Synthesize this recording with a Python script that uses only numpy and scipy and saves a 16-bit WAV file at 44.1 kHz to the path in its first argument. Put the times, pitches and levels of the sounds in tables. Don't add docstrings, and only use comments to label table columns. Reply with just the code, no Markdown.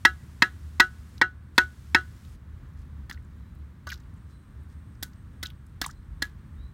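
import sys
import numpy as np
from scipy import signal
from scipy.fft import rfft, irfft
from scipy.io import wavfile
from scipy.ndimage import uniform_filter1d, minimum_filter1d

SR = 44100
rng = np.random.default_rng(int(sys.argv[2]) if len(sys.argv) > 2 else 0)


def unload_audio(sound):
    columns = np.transpose(np.atleast_2d(sound))
    steps = np.round(np.clip(columns, -1, 1) * 32767)
    wavfile.write(sys.argv[1], SR, steps.astype(np.int16))


N = 296793
HIT_SAMPLES = 16384
T = np.arange(N) / SR
AGE = np.arange(HIT_SAMPLES) / SR

# (time [s], drone level [dB], bass level [dB])
RUMBLE_LEVELS = [(0, -43.5, -57), (1.401, -47, -61), (2.1, -43, -57.5), (2.6, -45.5, -49),
                 (3.2, -42.5, -55), (4.1, -46.5, -54), (4.6, -49.5, -55.5), (5.4, -49, -54),
                 (5.9, -49, -48), (6.73, -45, -47)]
# (frequency [Hz], level [dB])
AIR_SPECTRUM = [(20, -44), (60, -6.5), (110, -7.5), (230, -18.5), (420, -34), (730, -41.5), (1100, -35),
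                (1750, -38), (2600, -48.5), (3800, -50), (4800, -55.5), (9500, -59.5), (10500, -61.5),
                (16000, -59.5)]
# (time [s], level [dB])
INSECT_LEVELS = [(0, -84), (1.5, -85), (2.5, -90), (3.7, -88.5), (4.3, -81.5), (6.73, -84)]
# (start [s], end [s], level [dB])
HISS_SPANS = [(0, 1.2, -65), (1.55, 2.36, -64.5)]
# (frequency [Hz], level [dB])
HISS_SPECTRUM = [(500, -3.5), (2000, -0.5), (5000, -3), (9000, -4.5), (10300, -7.5), (16000, -11.5)]
# (time [s], knock [dB], stick pitch [ratio], crack [dB], brightness [dB/octave],
# bite length [s], blade ring [dB], place along the blade [units from the middle])
BLOWS = [ (0.05, -4, 0.97, -13.5, -0.1, 0.0052, 0, 0.7), (0.421, -3, 0.97, -11.5, -1.5, 0.0036, -5, 0.94),
         (0.7984, -2.5, 0.97, -13, 0.5, 0.0064, 2.5, -0.47),
         (1.2138, -5.5, 0.98, -16, -4, 0.0048, -1.5, -0.4),
         (1.579, -4, 0.95, -10.5, -0.8, 0.0041, 0, -1.13), (1.9464, -3, 0.98, -11.5, -2, 0.0022, 0, -.15),
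         (3.096, -36, .85, -39, 4.5, 0.004, -33, 0), (3.8689, -31, 0.61, -42.5, 5, 0.004, -23, -1.04),
         (5.026, -32.5, 0.762, -27, 9, 0.0074, -30.5, -0.5),
         (5.428, -43, 0.65, -30, 4, 0.0069, -23.5, -0.4),
         (5.8145, -23.5, 0.75, -21.5, 4.5, 0.0026, -23.5, 1.4),
         (6.2209, -28, 0.97, -21.5, 2, 0.0047, -27, 3)]
# (frequency [Hz], level [dB], time to peak [s])
STICK_MODES = [(921, -13, 0.0028), (1127, -18.5, 0.0018), (1616, -11.5, 0.0011), (1974, -7.5, 0.0048),
               (2216, -10, .0019), (2687, -17, 0.0031), (3390, -23, .0015), (5196, -22.5, 0.0019)]
# (frequency [Hz], level [dB], time to peak [s])
STAKE_MODES = [(206, -7.5, 0.0022), (283, -3.5, 0.0027), (555.6, -11.5, .002)]
# (frequency [Hz], level [dB])
CRACK_SPECTRUM = [(60, -50.5), (180, -11), (400, -16.5), (520, -6.5), (680, -19), (1200, -0.5), (1900, 5.5),
                  (2400, -8), (2950, -10.5), (3250, 2), (5200, -3.5), (5700, -9), (9000, -17.5),
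                  (11000, -20.5), (16000, -21.5)]
# (frequency [Hz], level [dB])
SCATTER_SPECTRUM = [(60, -45), (180, -2), (350, 0.5), (600, -11), (1000, -4), (1700, 8.5), (2600, -9),
                    (3200, -3), (4000, -4.5), (4900, -10.5), (6500, -11.5), (10000, -18), (16000, -25.5)]
# (frequency [Hz], level [dB], t60 [s], gain [dB/unit of place])
BLADE_MODES = [(357.5, -31, 0.17, -1.5), (750, -36, 0.2, 0.5), (970, -31.5, .09, -5),
               (1305.7, -19.5, 0.16, 1.5), (1482.5, -16.5, 0.22, -5), (1636, -13.5, .085, -1),
               (1680.6, -13, 0.11, 6), (1943, -15, 0.09, 4), (2094, -22, .08, 4), (2182, -24.5, .04, -2.5),
               (2770, -29, 0.1, 3), (2806, -33.5, 0.14, 1.5), (3089, -35.5, .08, 1),
               (3223, -39.5, 0.17, 1.5), (3570, -36.5, 0.03, -2.5), (3920, -32.5, .12, 3.5),
               (4070, -37, .13, 0), (4592, -34, 0.065, 0.5), (5280, -35.5, 0.1, 2.5),
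               (6255, -40.5, 0.1, -2.5), (6494, -41.5, .09, 2.5), (7650, -48, 0.1, 1),
               (13386, -55.5, .16, 8)]
# (time [s], length [s], level [dB])
BRUSHES = [(2.76, 0.089, -70.5), (4.26, 0.1, -72.5), (4.682, 0.076, -72.5)]
# (time [s], length [s], typical starting level [dB])
TEARS = [(3.109, 0.044, -47), (3.889, 0.12, -45.5), (5.45, 0.043, -42.5), (5.836, 0.075, -40)]
# (time [s], level [dB], centre [Hz])
SNAPS = [(1.179, -48.5, 4500), (2.248, -55.5, 4300), (3.55, -66.5, 13000), (3.932, -47, 4000),
         (3.94, -43, 4200), (5.132, -61, 5000), (5.501, -47, 3280), (5.664, -60.5, 9000),
         (5.863, -32.5, 8000)]
# (time [s], length [s], start pitch [Hz], end pitch [Hz], level [dB])
SQUEAKS = [(3.111, 0.0053, 1744, 1500, -34), (3.173, 0.0062, 1850, 2090, -51.5),
           (3.898, .009, 2940, 2340, -44), (3.912, 0.024, 2053, 1423, -35.5),
           (5.454, 0.012, 4400, 3200, -36), (5.84, 0.0092, 1410, 847, -36.5),
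           (5.841, 0.011, 2400, 1885, -36.5), (5.845, 0.0126, 4400, 3260, -40),
           (5.859, 0.0097, 1134, 935, -33), (5.882, 0.032, 1130, 1770, -47)]
# (time [s], length [s], start pitch [Hz], end pitch [Hz], relative level [dB])
BIRD_NOTES = [(3.3, .35, 3920, 3960, -78), (4.23, 0.21, 3980, 4020, -74), (5.933, 0.068, 4100, 4100, -71),
              (6.561, 0.12, 3580, 4020, -64.5)]


def undb(db):
    return 10 ** (np.asarray(db) / 20)


def fade(t60):
    return np.exp(-np.log(1000) * AGE / t60)


def onset(rise_s):
    return 1 - np.exp(-AGE / rise_s)


def bite(length_s, release_s, rise_s):
    return np.exp(-np.maximum(AGE - length_s, 0) / release_s) * onset(rise_s)


def swell(peak_s):
    return AGE / peak_s * np.exp(1 - AGE / peak_s)


def shaped(x, envelope):
    return x * envelope * np.sqrt(np.sum(envelope ** 2) / np.sum((x * envelope) ** 2))


def add(track, s, sound):
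    start = max(int(s * SR), 0)
    track[start:start + len(sound)] += sound[:N - start]


def colour(x, points, tilt_db=0):
    hz, db = np.transpose(points)
    octave = np.log2(np.maximum(np.arange(len(x) // 2 + 1), 1) * SR / len(x))
    gain = undb(np.interp(octave, np.log2(hz), db) + tilt_db * octave)
    coloured = irfft(rfft(x) * gain, len(x))
    return coloured / np.std(coloured)


def noise(points):
    return colour(rng.standard_normal(N), points)


def resonate(x, hz, width_hz, passes=1):
    hz = min(hz, SR / 3)
    b, a = signal.iirpeak(hz, hz / min(width_hz, SR / 3), fs=SR)
    for _ in range(passes):
        x = signal.lfilter(b, a, x)
    return x


def walk(per_s):
    knots = rng.standard_normal(int(N / SR * per_s) + 2)
    drift = np.interp(T * per_s, np.arange(len(knots)), knots)
    return drift / np.std(drift)


def rumble():
    times, drone_db, bass_db = np.transpose(RUMBLE_LEVELS)
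    drone = noise([(30, -60.5), (60, -14), (75, 4), (88, -16.5), (110, -23.5), (250, -71)])
    bass = noise([(20, -39.5), (38, -7.5), (50, 0), (60, -5), (85, -29.5), (200, -78)])
    gust_db = 2.5 * walk(per_s=6)
    return drone * undb(np.interp(T, times, drone_db)) + bass * undb(np.interp(T, times, bass_db) + gust_db)


def open_air():
    return noise(AIR_SPECTRUM) * undb(-47 + 0.66 * walk(per_s=5))


def insects():
    band = noise([(6000, -48), (7800, -13), (8400, -2), (9000, -7.5), (11000, -50)])
    level_db = np.interp(T, *np.transpose(INSECT_LEVELS))
    return band * undb(level_db + 2 * walk(per_s=25))


def hiss():
    gain = sum(undb(db) * ((T >= start) & (T < end)) for start, end, db in HISS_SPANS)
    return noise(HISS_SPECTRUM) * uniform_filter1d(gain, size=800)


def knock(modes, pitch):
    wood = 0
    for k, (hz, db, peak_s) in enumerate(modes):
        detune = 1 + 0.036 * rng.standard_normal()
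        wood += (-1) ** k * undb(db) * swell(peak_s) * np.sin(2 * np.pi * hz * pitch * detune * AGE)
    return wood


def fibres(spread_db):
    return rng.standard_normal(HIT_SAMPLES) * undb(spread_db * rng.standard_normal(HIT_SAMPLES))


def blade(place, tilt_db):
    ring = 0
    for hz, db, t60, lean_db in BLADE_MODES:
        detune = 1 + 0.0016 * rng.standard_normal()
        phase = 2 * np.pi * rng.random()
        treble_db = 1.6 * tilt_db * max(np.log2(hz / 2500), 0)
        gain = undb(db + lean_db * place + treble_db)
        ring += gain * fade(t60) * np.sin(2 * np.pi * hz * detune * AGE + phase)
    grip = np.exp(-(AGE / .085) ** 2)
    return ring * onset(0.0037) * grip


def off_water(x, delay_s, db):
    return x + undb(db) * np.interp(AGE - delay_s, AGE, x, left=0)


def far_echo(x, t60):
    response = rng.standard_normal(HIT_SAMPLES) * fade(t60) * onset(0.024)
    return signal.fftconvolve(x, response / np.linalg.norm(response))[:HIT_SAMPLES]


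def chops():
    out = np.zeros(N)
    for s, knock_db, pitch, crack_db, tilt_db, length, ring_db, place in BLOWS:
        stick = undb(knock_db) * knock(STICK_MODES, pitch)
        thud = undb(crack_db - 7.5) * knock(STAKE_MODES, pitch=1)
        wood = off_water(stick + thud, delay_s=.0062, db=-15.5)
        crack = colour(fibres(spread_db=4.5), CRACK_SPECTRUM, tilt_db)
        crack = shaped(crack, bite(length, release_s=0.0035, rise_s=0.0012))
        scatter = colour(fibres(spread_db=7), SCATTER_SPECTRUM, .8 * tilt_db)
        scatter *= undb(-20.5) * fade(t60=.19) * onset(.004)
        steel = blade(place, tilt_db)
        steel += undb(-38) * far_echo(steel, t60=0.71)
        add(out, s, wood + undb(crack_db) * (crack + scatter) + undb(ring_db) * steel)
    return out


def rustle(ticks_per_s=14):
    out = np.zeros(N)
    for when, pitch, size in rng.random((int(ticks_per_s * N / SR), 3)):
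        hz = 3200 * 4 ** pitch
        tick = resonate(fibres(spread_db=7), hz, .35 * hz, passes=2)
        add(out, when * N / SR, undb(-79 + 12 * size ** 3) * shaped(tick, swell(peak_s=0.0017)))
    for s, length, db in BRUSHES:
        cloth = resonate(fibres(spread_db=8), hz=4400, width_hz=4300)
        stroke = np.sin(np.pi * np.minimum(AGE / length, 1))
        add(out, s, undb(db) * shaped(cloth, stroke))
    return out


def splinter(hz, length_s):
    snaps = fibres(spread_db=11)
    body = resonate(snaps, hz, 0.7 * hz, passes=2)
    top = undb(-13.5) * resonate(snaps, hz=12000, width_hz=6000)
    tail = undb(-19.5) * fade(t60=0.14)
    return shaped(body + top, bite(length_s, release_s=0.0018, rise_s=0.0013) + tail)


def slicing(gap_s=.012, centre_hz=4280, slowing_db=-19):
    out = np.zeros(N)
    for s, length, db in TEARS:
        elapsed = 0
        for gap, size, pitch in rng.standard_normal((32, 3)):
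            if elapsed < length:
                gain = undb(db + slowing_db * elapsed / length + 4.1 * size)
                add(out, s + elapsed, gain * splinter(centre_hz * np.exp(.25 * pitch), length_s=0.0049))
            elapsed += gap_s * np.exp(0.43 * gap)
    for s, db, hz in SNAPS:
        add(out, s, undb(db) * splinter(hz, length_s=0.0028))
    return out


def squeaks():
    out = np.zeros(N)
    for s, length, start_hz, end_hz, db in SQUEAKS:
        progress = np.minimum(AGE / length, 1)
        slips = resonate(fibres(spread_db=3.5), start_hz, start_hz / 4, passes=2)
        pitch_ratio = (end_hz / start_hz) ** progress
        gliding = np.interp(np.cumsum(pitch_ratio) / SR, AGE, slips)
        envelope = np.sin(np.pi * progress) ** 2 + undb(-13.5) * fade(t60=0.16)
        add(out, s, undb(db) * shaped(gliding, envelope))
    return out


def bird():
    out = np.zeros(N)
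    for s, length, start_hz, end_hz, db in BIRD_NOTES:
        progress = np.minimum(AGE / length, 1)
        hz = start_hz + (end_hz - start_hz) * np.sin(np.pi / 2 * progress)
        hz += 45 * walk(per_s=520)[:HIT_SAMPLES]
        note = undb(db) * np.sin(np.pi * progress) * np.sin(2 * np.pi * np.cumsum(hz) / SR)
        add(out, s, .8 * note + 0.63 * far_echo(note, t60=0.16))
    return out


def scene():
    close = chops() + slicing() + squeaks() + rustle()
    background = bird() + rumble() + open_air() + insects() + hiss()
    return (close + background)[None]


def record(dry):
    ceiling, window_samples, top_hz = .95, 45, 15850
    gain = np.minimum(1, ceiling / (np.abs(dry) + 1e-9))
    gain = uniform_filter1d(minimum_filter1d(gain, window_samples), window_samples)
    lowpass = signal.ellip(10, .2, 80, top_hz, fs=SR, output="sos")
    return signal.sosfilt(lowpass, dry * gain)


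dry = scene()
out = record(dry)
unload_audio(out)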